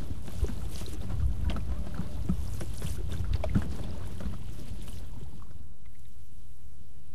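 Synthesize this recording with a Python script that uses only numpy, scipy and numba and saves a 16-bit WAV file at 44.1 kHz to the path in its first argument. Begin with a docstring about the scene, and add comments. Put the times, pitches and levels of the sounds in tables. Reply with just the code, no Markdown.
"""On a calm lake, aboard an inflatable boat: three strokes of the oars, then a glide to rest.
The air-filled hull rumbles at its low resonances; water thumps and gulps against it. Bubbles, each an
oscillating volume of air, gurgle, fizz and plop round the blades. Spray and a jacket crackle, oars knock,
and a rowlock hums under load. The recorder adds hiss, two faint tones and a steady offset."""
import sys
import numpy as np
from scipy import signal
from scipy.io import wavfile
from scipy.ndimage import uniform_filter1d
from numba import njit

SR = 44100
rng = np.random.default_rng(int(sys.argv[2]) if len(sys.argv) > 2 else 0)


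def wav_record(signal):
    """Record a signal, one row per channel, as 16-bit PCM in the file named by sys.argv[1]."""
    frames = np.transpose(np.atleast_2d(signal))
    bounded = np.clip(frames, -1, 1)
    # unit amplitude maps onto the largest positive 16-bit level
    quanta = np.round(bounded * 32767).astype(np.int16)
    wavfile.write(sys.argv[1], SR, quanta)


N = 314874
TIME = np.arange(N) / SR


def undb(db):
    """Decibels to amplitude ratio."""
    return 10 ** (np.asarray(db) / 20)


@njit
def bandpass(x, hz, width):
    """Second-order resonator in state-variable form, with unit gain at its centre."""
    y, band, low = np.empty(len(x)), 0., 0.
    g, damping = np.tan(np.pi * hz / SR), width / hz
    for i in range(len(x)):
        v = (band + g * (x[i] - low)) / (1 + g * (g + damping))
        band, low, y[i] = 2 * v - band, low + 2 * g * v, damping * v
    return y


def wander(rate):
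    """Smooth random modulation: rate new values a second, with a spread of about 0.55."""
    hold = int(SR / rate)
    steps = np.repeat(rng.standard_normal(N // hold + 1), hold)
    return 0.74 * uniform_filter1d(uniform_filter1d(steps, hold), hold)[:N]


def swell(start, length, attack_s, release_s):
    """Trapezoidal envelope: rise, hold and fall."""
    end = start + max(length, attack_s)
    return np.interp(TIME, [start, start + attack_s, end, end + release_s], [0, 1, 1, 0])


def add(out, start, sound):
    """Superpose a short sound at start seconds."""
    i = int(start * SR)
    out[i:i + len(sound)] += sound[:N - i]


@njit
def bubbles(onset, hz, cycles, size, glide):
    """Each bubble is a damped oscillator of rising pitch, followed for five time constants."""
    out = np.zeros(N)
    for k in range(len(onset)):
        phasor, step = size[k] + 0j, 2 * np.pi * hz[k] / SR
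        fade = np.exp(-hz[k] / SR / cycles[k])
        span = min(int(5 * cycles[k] * SR / hz[k]), N - onset[k])
        for i in range(span):
            phasor *= fade * np.exp(1j * step * (1 + glide * i / span))
            out[onset[k] + i] += phasor.imag
    return out


def churn(modes, flicker_db, flicker_hz, pops_per_s, cycles, spread_db, pop_db, stir=1):
    """Random excitation: each resonance holds flickering noise and pops scaled by stir; unit rms."""
    out = 0
    for hz, width, db in modes:
        band = bandpass(rng.standard_normal(N), float(hz), 1.52 * width)
        band = bandpass(band, float(hz), 1.52 * width)
        when, pitch, life, size = rng.random((int(pops_per_s * N / SR), 4)).T
        size = undb(spread_db * np.minimum(-np.log(1 - size), 3.5))  # many small, few large
        onset = (when * N).astype(np.int64)
        pops = bubbles(onset, hz + width * (pitch - .5), cycles * (0.31 + life ** 2), size, glide=0.22)
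        noise = undb(flicker_db * wander(flicker_hz)) * band / band.std()
        out = out + undb(db) * (noise + stir * undb(pop_db) * pops / pops.std())
    return out / out.std()


# Each row: time in seconds, rumble level in dB.
HEAVE = [(0.0, -35.5), (0.34, -42), (0.54, -33.5), (0.75, -36.5), (0.97, -37.5), (1.15, -31.5),
         (1.31, -33.5), (1.65, -34), (1.75, -37.5), (1.99, -36.5), (2.36, -33.5), (2.68, -37.5),
         (3.52, -32.5), (3.74, -37.5), (4.43, -38.5), (4.55, -40.5), (5.19, -42), (5.73, -52), (6.82, -50),
         (7.14, -49.5)]
# Each row: resonant frequency in Hz, bandwidth in Hz, relative gain in dB.
HULL_MODES = [(29.9, 34.8, -5.5), (46.5, 20, -2.5), (67.2, 25.5, -1.5), (90, 25.3, -4.5), (115.5, 33, -9)]


def hull_rumble():
    """Forced vibration: the modes of the air-filled hull respond as the boat heaves and slows."""
    heave = undb(np.interp(TIME, *np.transpose(HEAVE)))
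    return heave * churn(HULL_MODES, flicker_db=0.69, flicker_hz=5.4, pops_per_s=6,
                         cycles=5.5, spread_db=2.4, pop_db=-8.5, stir=0.71)


# Each row: start in seconds, length in seconds, then gurgle, fizz and spray levels in dB.
SWISHES = [(0, 0.027, -44, -64, -68), (0.225, .28, -54, -61.5, -59.5), (0.562, 0.17, -65, -74, -64),
           (0.704, .15, -53.5, -59, -55.5), (0.86, 0.077, -54, -59, -54.5), (0.991, 0.046, -44, -60.5, -67),
           (1.075, 0.047, -43.5, -62.5, -71), (1.49, 0.079, -46.5, -70, -65),
           (1.927, 0.15, -44.5, -69, -70), (2.398, 0.15, -51.5, -73, -61.5),
           (2.519, 0.12, -50.5, -73, -57.5), (2.716, 0.096, -63, -69, -57), (2.816, 0.14, -46, -57.5, -51),
           (3.074, 0.13, -43.5, -59, -59), (3.325, 0.018, -54, -50, -64), (3.536, .11, -44.5, -62, -60.5),
           (3.684, 0.16, -46, -61, -62.5), (4.044, 0.17, -65, -72, -66), (4.191, .14, -52, -68, -73),
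           (4.512, 0.12, -52.5, -65.5, -58.5), (4.647, 0.052, -55, -61.5, -62),
           (4.8, 0.15, -65, -67, -57.5), (4.949, 0.049, -71, -70, -61)]


def swish_envelopes():
    """Amplitude modulation: stirred water comes in uneven spurts of gurgle, fizz and spray."""
    swells = np.array([swell(start, length, attack_s=0.027, release_s=0.021)
                       for start, length, *_ in SWISHES])
    gains = undb(np.array(SWISHES)[:, 2:].T)
    return gains @ swells * undb(3.5 * wander(rate=60))


# The continuous bed of water sound. Each row: time in seconds, then gurgle, fizz and spray levels in dB.
WATER_BED = [(0, -45, -60.5, -62.5), (.2, -50, -65.5, -65), (.5, -46.5, -60, -61), (.95, -48, -63, -64),
             (1.3, -49.5, -65, -65), (1.7, -45.5, -63.5, -66.5), (2.03, -48, -60.5, -64.5),
             (2.4, -48.5, -62, -61), (2.7, -49.5, -59.5, -59.5), (3.05, -49.5, -62, -66.5),
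             (3.45, -46, -62.5, -66.5), (3.9, -44.5, -60, -65), (4.43, -52.5, -63, -66),
             (4.77, -51, -62, -66), (5.3, -55, -67.5, -69), (5.75, -62.5, -77.5, -76), (6.0, -64, -73, -69),
             (7.1, -62.5, -74, -74)]
# Three sets of bands, low to high. Each row: centre in Hz, bandwidth in Hz, relative gain in dB.
GURGLE_BANDS = [(183, 48.4, 1.5), (271, 122, -4.5), (387.4, 186, -8), (593, 244, -10), (930, 386, -13.5),
                (1294, 600, -14)]
FIZZ_BANDS = [(2060, 1050, 2.5), (2990, 1070, 5.5), (3840, 2020, 5.5)]
SPRAY_BANDS = [(6040, 2800, 2), (8200, 2600, 0), (10200, 2300, 1.5), (11970, 640, -2)]


def water(bed_db, swishes):
    """Bubble resonance: large bubbles gurgle, small ones fizz. Bed and swishes add in power."""
    gurgle_db, fizz_db, spray_db = bed_db
    gurgle_swish, fizz_swish, spray_swish = swishes
    stir = np.clip((gurgle_db + 71.5) / 18, 0, 1)  # calm water holds few bubbles
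    gurgle = churn(GURGLE_BANDS, flicker_db=4.1, flicker_hz=25, pops_per_s=30,
                   cycles=3.34, spread_db=4.2, pop_db=-2.5, stir=stir)
    fizz = churn(FIZZ_BANDS, flicker_db=4.1, flicker_hz=40, pops_per_s=70,
                 cycles=4, spread_db=3.5, pop_db=-4.5, stir=stir)
    spray = churn(SPRAY_BANDS, flicker_db=3.3, flicker_hz=40, pops_per_s=120,
                  cycles=3.3, spread_db=4.2, pop_db=-0.6, stir=stir)
    return (np.hypot(undb(gurgle_db), slosh_envelope() + gurgle_swish) * gurgle
            + np.hypot(undb(fizz_db), fizz_swish) * fizz
            + np.hypot(undb(spray_db), spray_swish) * spray)


# Each row: centre in Hz, bandwidth in Hz, relative gain in dB.
JACKET_BANDS = [(9250, 2100, -7), (11450, 1200, -6)]


def jacket(spray_db, spray_swish):
    """Brief random transients merge into a high crackle, whose level follows that of the spray."""
    bed = undb(-73 + 0.34 * (spray_db - spray_db.mean()))
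    rustle = np.hypot(bed, undb(-29) * spray_swish)
    return rustle * churn(JACKET_BANDS, flicker_db=3.1, flicker_hz=27, pops_per_s=60,
                          cycles=3.5, spread_db=3, pop_db=-0.58)


# Each row: start in seconds, level in dB, first and final pitch in Hz, time to decay 60 dB in ms.
THUMPS = [(0.102, -29.5, 249, 265, 57), (0.271, -29.5, 229, 232, 17), (0.423, -8.5, 55.6, 60, 82),
          (.441, -32, 383, 393, 77), (.493, -21.5, 207, 235, 42), (1.218, -21.5, 105, 109, 60),
          (1.165, -25, 60, 60, 130), (1.225, -20.5, 75, 65, 210), (1.467, -16, 66.4, 66, 174),
          (1.493, -18, 192, 228, 28), (1.555, -29.5, 202, 241, 73), (1.576, -25, 170, 169, 62),
          (1.705, -21, 60, 60, 210), (1.779, -21, 65, 59, 160), (1.991, -19, 160, 184, 67),
          (2.068, -35, 168, 180, 73), (2.244, -35.5, 290, 300, 76), (2.293, -15.5, 180, 182.5, 118),
          (2.3, -39, 75, 70, 100), (2.609, -28.5, 170, 173, 72), (2.844, -20.5, 141, 138, 69),
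          (3.065, -18, 90, 90.5, 70), (3.131, -21, 84, 84.5, 120), (3.199, -21, 85, 86, 150),
          (3.286, -18, 41.7, 41.4, 160), (3.34, -13.5, 81, 86, 68), (3.553, -10, 91, 112, 64),
          (3.556, -16.5, 254, 294, 60), (3.564, -12, 173, 219, 75), (3.66, -23.5, 165, 170, 51),
          (3.687, -22, 70, 75, 170), (4.206, -27, 183, 196, 62), (4.255, -23.5, 192, 233, 45),
          (5.105, -27, 42, 45, 100), (5.17, -37.5, 239, 240, 75), (5.224, -25.5, 128, 129, 43),
          (5.599, -32, 89, 88.5, 65), (5.6, -43, 229, 240, 53)]


def thumps_and_gulps():
    """Damped oscillation: low thumps and gulps of water against the hull, many rising in pitch."""
    out, t = np.zeros(N), np.arange(SR // 4) / SR
    for start, db, first_hz, final_hz, t60_ms in THUMPS:
        hz = final_hz + (first_hz - final_hz) * np.exp(-t / 0.016)
        attack = 1 - np.exp(-t * first_hz / 0.32)
        decay = 1000 ** (-1000 * t / t60_ms)
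        add(out, start, undb(db) * attack * decay * np.sin(2 * np.pi * np.cumsum(hz) / SR))
    return out


# Each row: start in seconds, peak level in dB, centre in Hz, bandwidth in Hz.
DROPS = [(0.271, -47, 9990, 1250), (0.279, -38, 2550, 1600), (0.429, -44, 8730, 560),
         (0.464, -39, 6200, 910), (0.577, -45.5, 3380, 1020), (0.698, -46, 8610, 910),
         (0.715, -41.5, 9070, 910), (0.75, -39, 5870, 680), (0.758, -33.5, 4300, 1480),
         (0.784, -44, 8960, 910), (0.862, -34, 4200, 350), (0.934, -37, 9400, 4470),
         (0.945, -42, 6360, 1600), (1.015, -43, 3760, 300), (1.264, -45, 11000, 2520),
         (1.33, -46, 3750, 1250), (1.498, -28, 3070, 673), (1.517, -38, 2970, 330),
         (1.563, -44, 4360, 1020), (1.603, -45, 2360, 300), (1.977, -48, 4130, 560),
         (2.475, -44, 5300, 450), (2.536, -37, 6780, 1710), (2.546, -43, 12060, 790),
         (2.604, -37, 10400, 560), (2.606, -37.5, 5570, 330), (2.737, -44, 10200, 790),
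         (2.775, -35.5, 10400, 1140), (2.782, -35.5, 4900, 1250), (2.812, -36, 10900, 1710),
         (2.862, -39.5, 2730, 300), (2.866, -45, 7240, 790), (2.867, -39, 10000, 790),
         (2.871, -38, 3330, 330), (2.88, -43, 2660, 300), (2.893, -36, 8150, 1710), (2.906, -39, 9150, 560),
         (2.921, -45, 5030, 450), (3.107, -47, 8040, 680), (3.12, -37, 3650, 450), (3.132, -47, 6100, 450),
         (3.163, -40.5, 2800, 910), (3.174, -44, 3740, 450), (3.335, -29.5, 3360, 1400),
         (3.358, -44, 4710, 300), (3.836, -42.5, 3450, 300), (3.906, -45, 4820, 298),
         (4.074, -44.5, 11300, 2980), (4.679, -49, 4500, 450), (4.815, -41, 3500, 910),
         (4.823, -45, 9440, 330), (4.878, -43, 7120, 3210), (4.882, -43.5, 2920, 330),
         (4.897, -39.5, 9200, 680), (4.928, -43, 3000, 300), (4.962, -46, 5500, 900),
         (4.972, -42, 2940, 1830), (4.985, -42.5, 3840, 910), (5.194, -54, 7810, 910),
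         (5.854, -55, 2330, 300), (5.994, -54, 6890, 1480), (6.053, -56, 3680, 300)]


def spray_ticks():
    """Impact noise: each drop gives a millisecond or two of splatter, coloured by its size."""
    out, t = np.zeros(N), np.arange(SR // 40) / SR
    for start, db, hz, width in DROPS:
        burst = rng.standard_normal(len(t)) * np.exp(-t / 0.0016) * (1 - np.exp(-t / 0.00025))
        ring = bandpass(bandpass(burst, float(hz), 1.22 * width), float(hz), 2 * width)
        add(out, start, undb(db) * ring / np.abs(ring).max())
    return out


# Each row: start in seconds, peak level in dB, spectral tilt in dB per octave.
KNOCKS = [(0.279, -35, -10), (0.485, -39, -18), (.758, -40, -4), (0.813, -35, -12), (0.933, -42, 6.5),
          (1.012, -42, 7), (1.502, -29.5, 4.5), (1.514, -35, 5), (1.565, -29.5, 0.5), (1.719, -37, -10),
          (1.868, -33.5, -9), (2.289, -31, -20), (2.61, -26, -8), (2.736, -45, 10), (2.82, -33, 5),
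          (3.356, -49, -7), (3.438, -30, 6), (3.549, -33, -17), (3.572, -35.5, 0), (3.62, -33, -4),
          (3.789, -34.5, -2), (4.205, -32.5, -1), (4.233, -42, 0.0), (4.256, -39, -6), (4.337, -37, 3.5),
          (4.879, -36, 6), (5.508, -48.5, 0.0), (5.857, -52, 7)]
# Each row: resonant frequency in Hz, bandwidth in Hz, relative gain in dB.
OAR_MODES = [(353, 31, 5.5), (614, 160, 12.5), (980, 150, 2), (1184, 44, 0), (1480, 64, -7),
             (2480, 200, -8), (3230, 330, -6)]


def oar_knocks():
    """Modal ringing: a brief rough contact excites the damped modes of shaft and rowlock."""
    out, t = np.zeros(N), np.arange(SR // 12) / SR
    for start, db, tilt in KNOCKS:
        scrape = rng.standard_normal(len(t)) * np.exp(-t / 0.0068)
        scrape[:8] += 1.5  # the first hard touch
        ring = 0
        for hz, width, mode_db in OAR_MODES:
            gain = undb(mode_db + tilt * np.log2(hz / 900)) * np.sqrt(300 / width)
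            ring = ring + gain * bandpass(scrape, float(hz), float(width))
        add(out, start, undb(db) * ring / np.abs(ring).max())
    return out


def slosh_envelope(relative_db=-10, t60_s=0.092):
    """Exponential relaxation: each oar knock kicks up the gurgle, which then dies away."""
    kicks = np.zeros(N)
    for start, db, _ in KNOCKS:
        kicks[int(start * SR)] += undb(db + relative_db)
    decay = np.exp(-np.log(1000) / (t60_s * SR))
    return uniform_filter1d(signal.lfilter([1], [1, -decay], kicks), size=SR // 200)


# Each row: start in seconds, level in dB, nominal pitch in Hz, bandwidth in Hz.
PLOPS = [(0.28, -38, 390, 388), (0.444, -30.5, 433, 60.4), (0.484, -33, 1560, 370),
         (0.617, -42.5, 1380, 110), (0.635, -42, 784, 70), (1.199, -38.5, 1490, 240),
         (1.446, -32.5, 1530, 220), (1.487, -36, 1700, 300), (1.503, -43, 2090, 70), (1.519, -32, 645, 110),
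         (1.522, -37, 1940, 410), (1.563, -30.5, 1314, 110), (1.72, -42, 710, 110), (1.864, -57, 850, 604),
         (1.944, -36, 1540, 150), (2.296, -39.5, 1310, 70), (2.609, -21, 570, 266), (2.817, -50, 1490, 242),
         (2.82, -34.5, 425, 71.5), (2.843, -45, 1760, 240), (2.971, -38.5, 1470, 250),
         (3.137, -32.5, 1550, 250), (3.244, -34.5, 1420, 300), (3.337, -34, 2080, 280),
         (3.355, -28, 516, 358), (3.436, -33.5, 2350, 151), (3.439, -21, 630, 55),
         (3.495, -36.5, 2110, 150), (3.55, -26.5, 1440, 200), (3.619, -30, 1450, 600),
         (3.789, -40, 600, 70.6), (4.039, -44, 1550, 150), (4.202, -43, 1390, 110), (4.235, -46, 1440, 70),
         (4.259, -46, 1420, 630), (4.34, -35, 1260, 200), (4.879, -49, 1260, 150), (5.008, -46, 520, 120),
         (5.161, -49.5, 920, 70), (5.212, -40, 375, 60), (5.328, -53.5, 890, 60), (5.422, -40, 1150, 109),
         (5.467, -48, 1030, 150), (5.511, -51, 1330, 240), (5.86, -56, 2110, 70), (5.953, -48, 2090, 200),
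         (6.051, -51.5, 2040, 630)]


def plops():
    """Free oscillation: an air pocket rings, rising in pitch as it nears the surface, over a slap."""
    out, t = np.zeros(N), np.arange(SR // 10) / SR
    for start, db, hz, width in PLOPS:
        envelope = (1 - np.exp(-t / 0.001)) * np.exp(-np.pi * width * t)
        tone = np.sin(2 * np.pi * hz * (0.972 * t + 0.015 * width * t ** 2))
        slap = bandpass(rng.standard_normal(len(t)), float(hz), 0.5 * width)
        slap *= np.exp(-t / 0.0093) * (1 - np.exp(-t / 0.00095))
        rough = 1 + 2 * uniform_filter1d(rng.standard_normal(len(t)), size=90)
        add(out, start, undb(db) * (1.59 * envelope * tone * rough + 2.2 * slap))
    return out


# Each row: start in seconds, length in seconds, level in dB, first and final pitch in Hz.
GLUGS = [(.875, 0.013, -40, 394, 380), (0.925, 0.037, -37, 290, 310), (1.2, 0.049, -54, 1085, 1270),
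         (1.448, 0.056, -49, 987, 954), (1.736, 0.064, -53.5, 990, 1286), (2.047, 0.036, -59, 1057, 1150),
         (2.158, .04, -56, 847, 880), (2.979, 0.042, -40, 370, 370), (3.777, 0.032, -42, 642, 566),
         (3.84, .02, -45, 600, 620), (3.94, 0.02, -50, 897, 900), (3.962, .03, -47, 607, 564),
         (5.129, 0.018, -58, 900, 1000), (5.235, 0.047, -61, 500, 1000), (5.946, 0.019, -62, 1857, 2190)]


def glugs():
    """Resonance of trapped air: larger pockets sing a short, slightly rough glide."""
    out = np.zeros(N)
    for start, length, db, first_hz, final_hz in GLUGS:
        count = int(length * SR)
        phase = 2 * np.pi * np.cumsum(np.linspace(first_hz, final_hz, count)) / SR
        rough = 1 + 5.6 * uniform_filter1d(rng.standard_normal(count), size=150)
        add(out, start, undb(db) * np.hanning(count) ** .5 * rough * np.sin(phase))
    return out


# Each row: start in seconds, length in seconds, hum level in dB.
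ROWLOCK_LOADS = [(1.66, 0.51, -58.5), (4.48, 0.16, -62)]


def rowlock_hum(hz=599):
    """Friction-driven oscillation: the loaded pin chatters on one slightly unsteady note."""
    load = sum(undb(db) * swell(start, length, attack_s=0.11, release_s=.05)
               for start, length, db in ROWLOCK_LOADS)
    phase = 2 * np.pi * np.cumsum(hz * (1 + 0.0088 * wander(rate=20))) / SR
    return load * undb(wander(rate=22.18)) * np.sqrt(2) * np.sin(phase)


def scene():
    """Superposition: all sources sum at one microphone on board."""
    times, *levels = np.transpose(WATER_BED)
    bed_db = [np.interp(TIME, times, level) for level in levels]
    swishes = swish_envelopes()
    textures = hull_rumble() + water(bed_db, swishes) + jacket(bed_db[2], swishes[2])
    events = thumps_and_gulps() + oar_knocks() + plops() + glugs() + spray_ticks()
    return (textures + events + rowlock_hum())[None]


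# The recorder's steady tones. Each row: frequency in Hz, rms level in dB.
WHINES = [(5950, -88.5), (12000, -88)]


def record(dry, cutoff_hz=12950, offset=-.0426):
    """Self-noise and band limiting: preamp hiss and faint whines, a steep low-pass, a constant offset."""
    hiss = undb(-77.5) * rng.standard_normal(N)
    hiss += undb(-99) * bandpass(rng.standard_normal(N), 11500., 3000.)
    whine = sum(undb(db) * np.sqrt(2) * np.sin(2 * np.pi * hz * TIME) for hz, db in WHINES)
    lowpass = signal.ellip(10, .2, 75, cutoff_hz, fs=SR, output="sos")
    return signal.sosfilt(lowpass, dry - dry.mean() + hiss + whine) + offset


dry = scene()
out = record(dry)
wav_record(out)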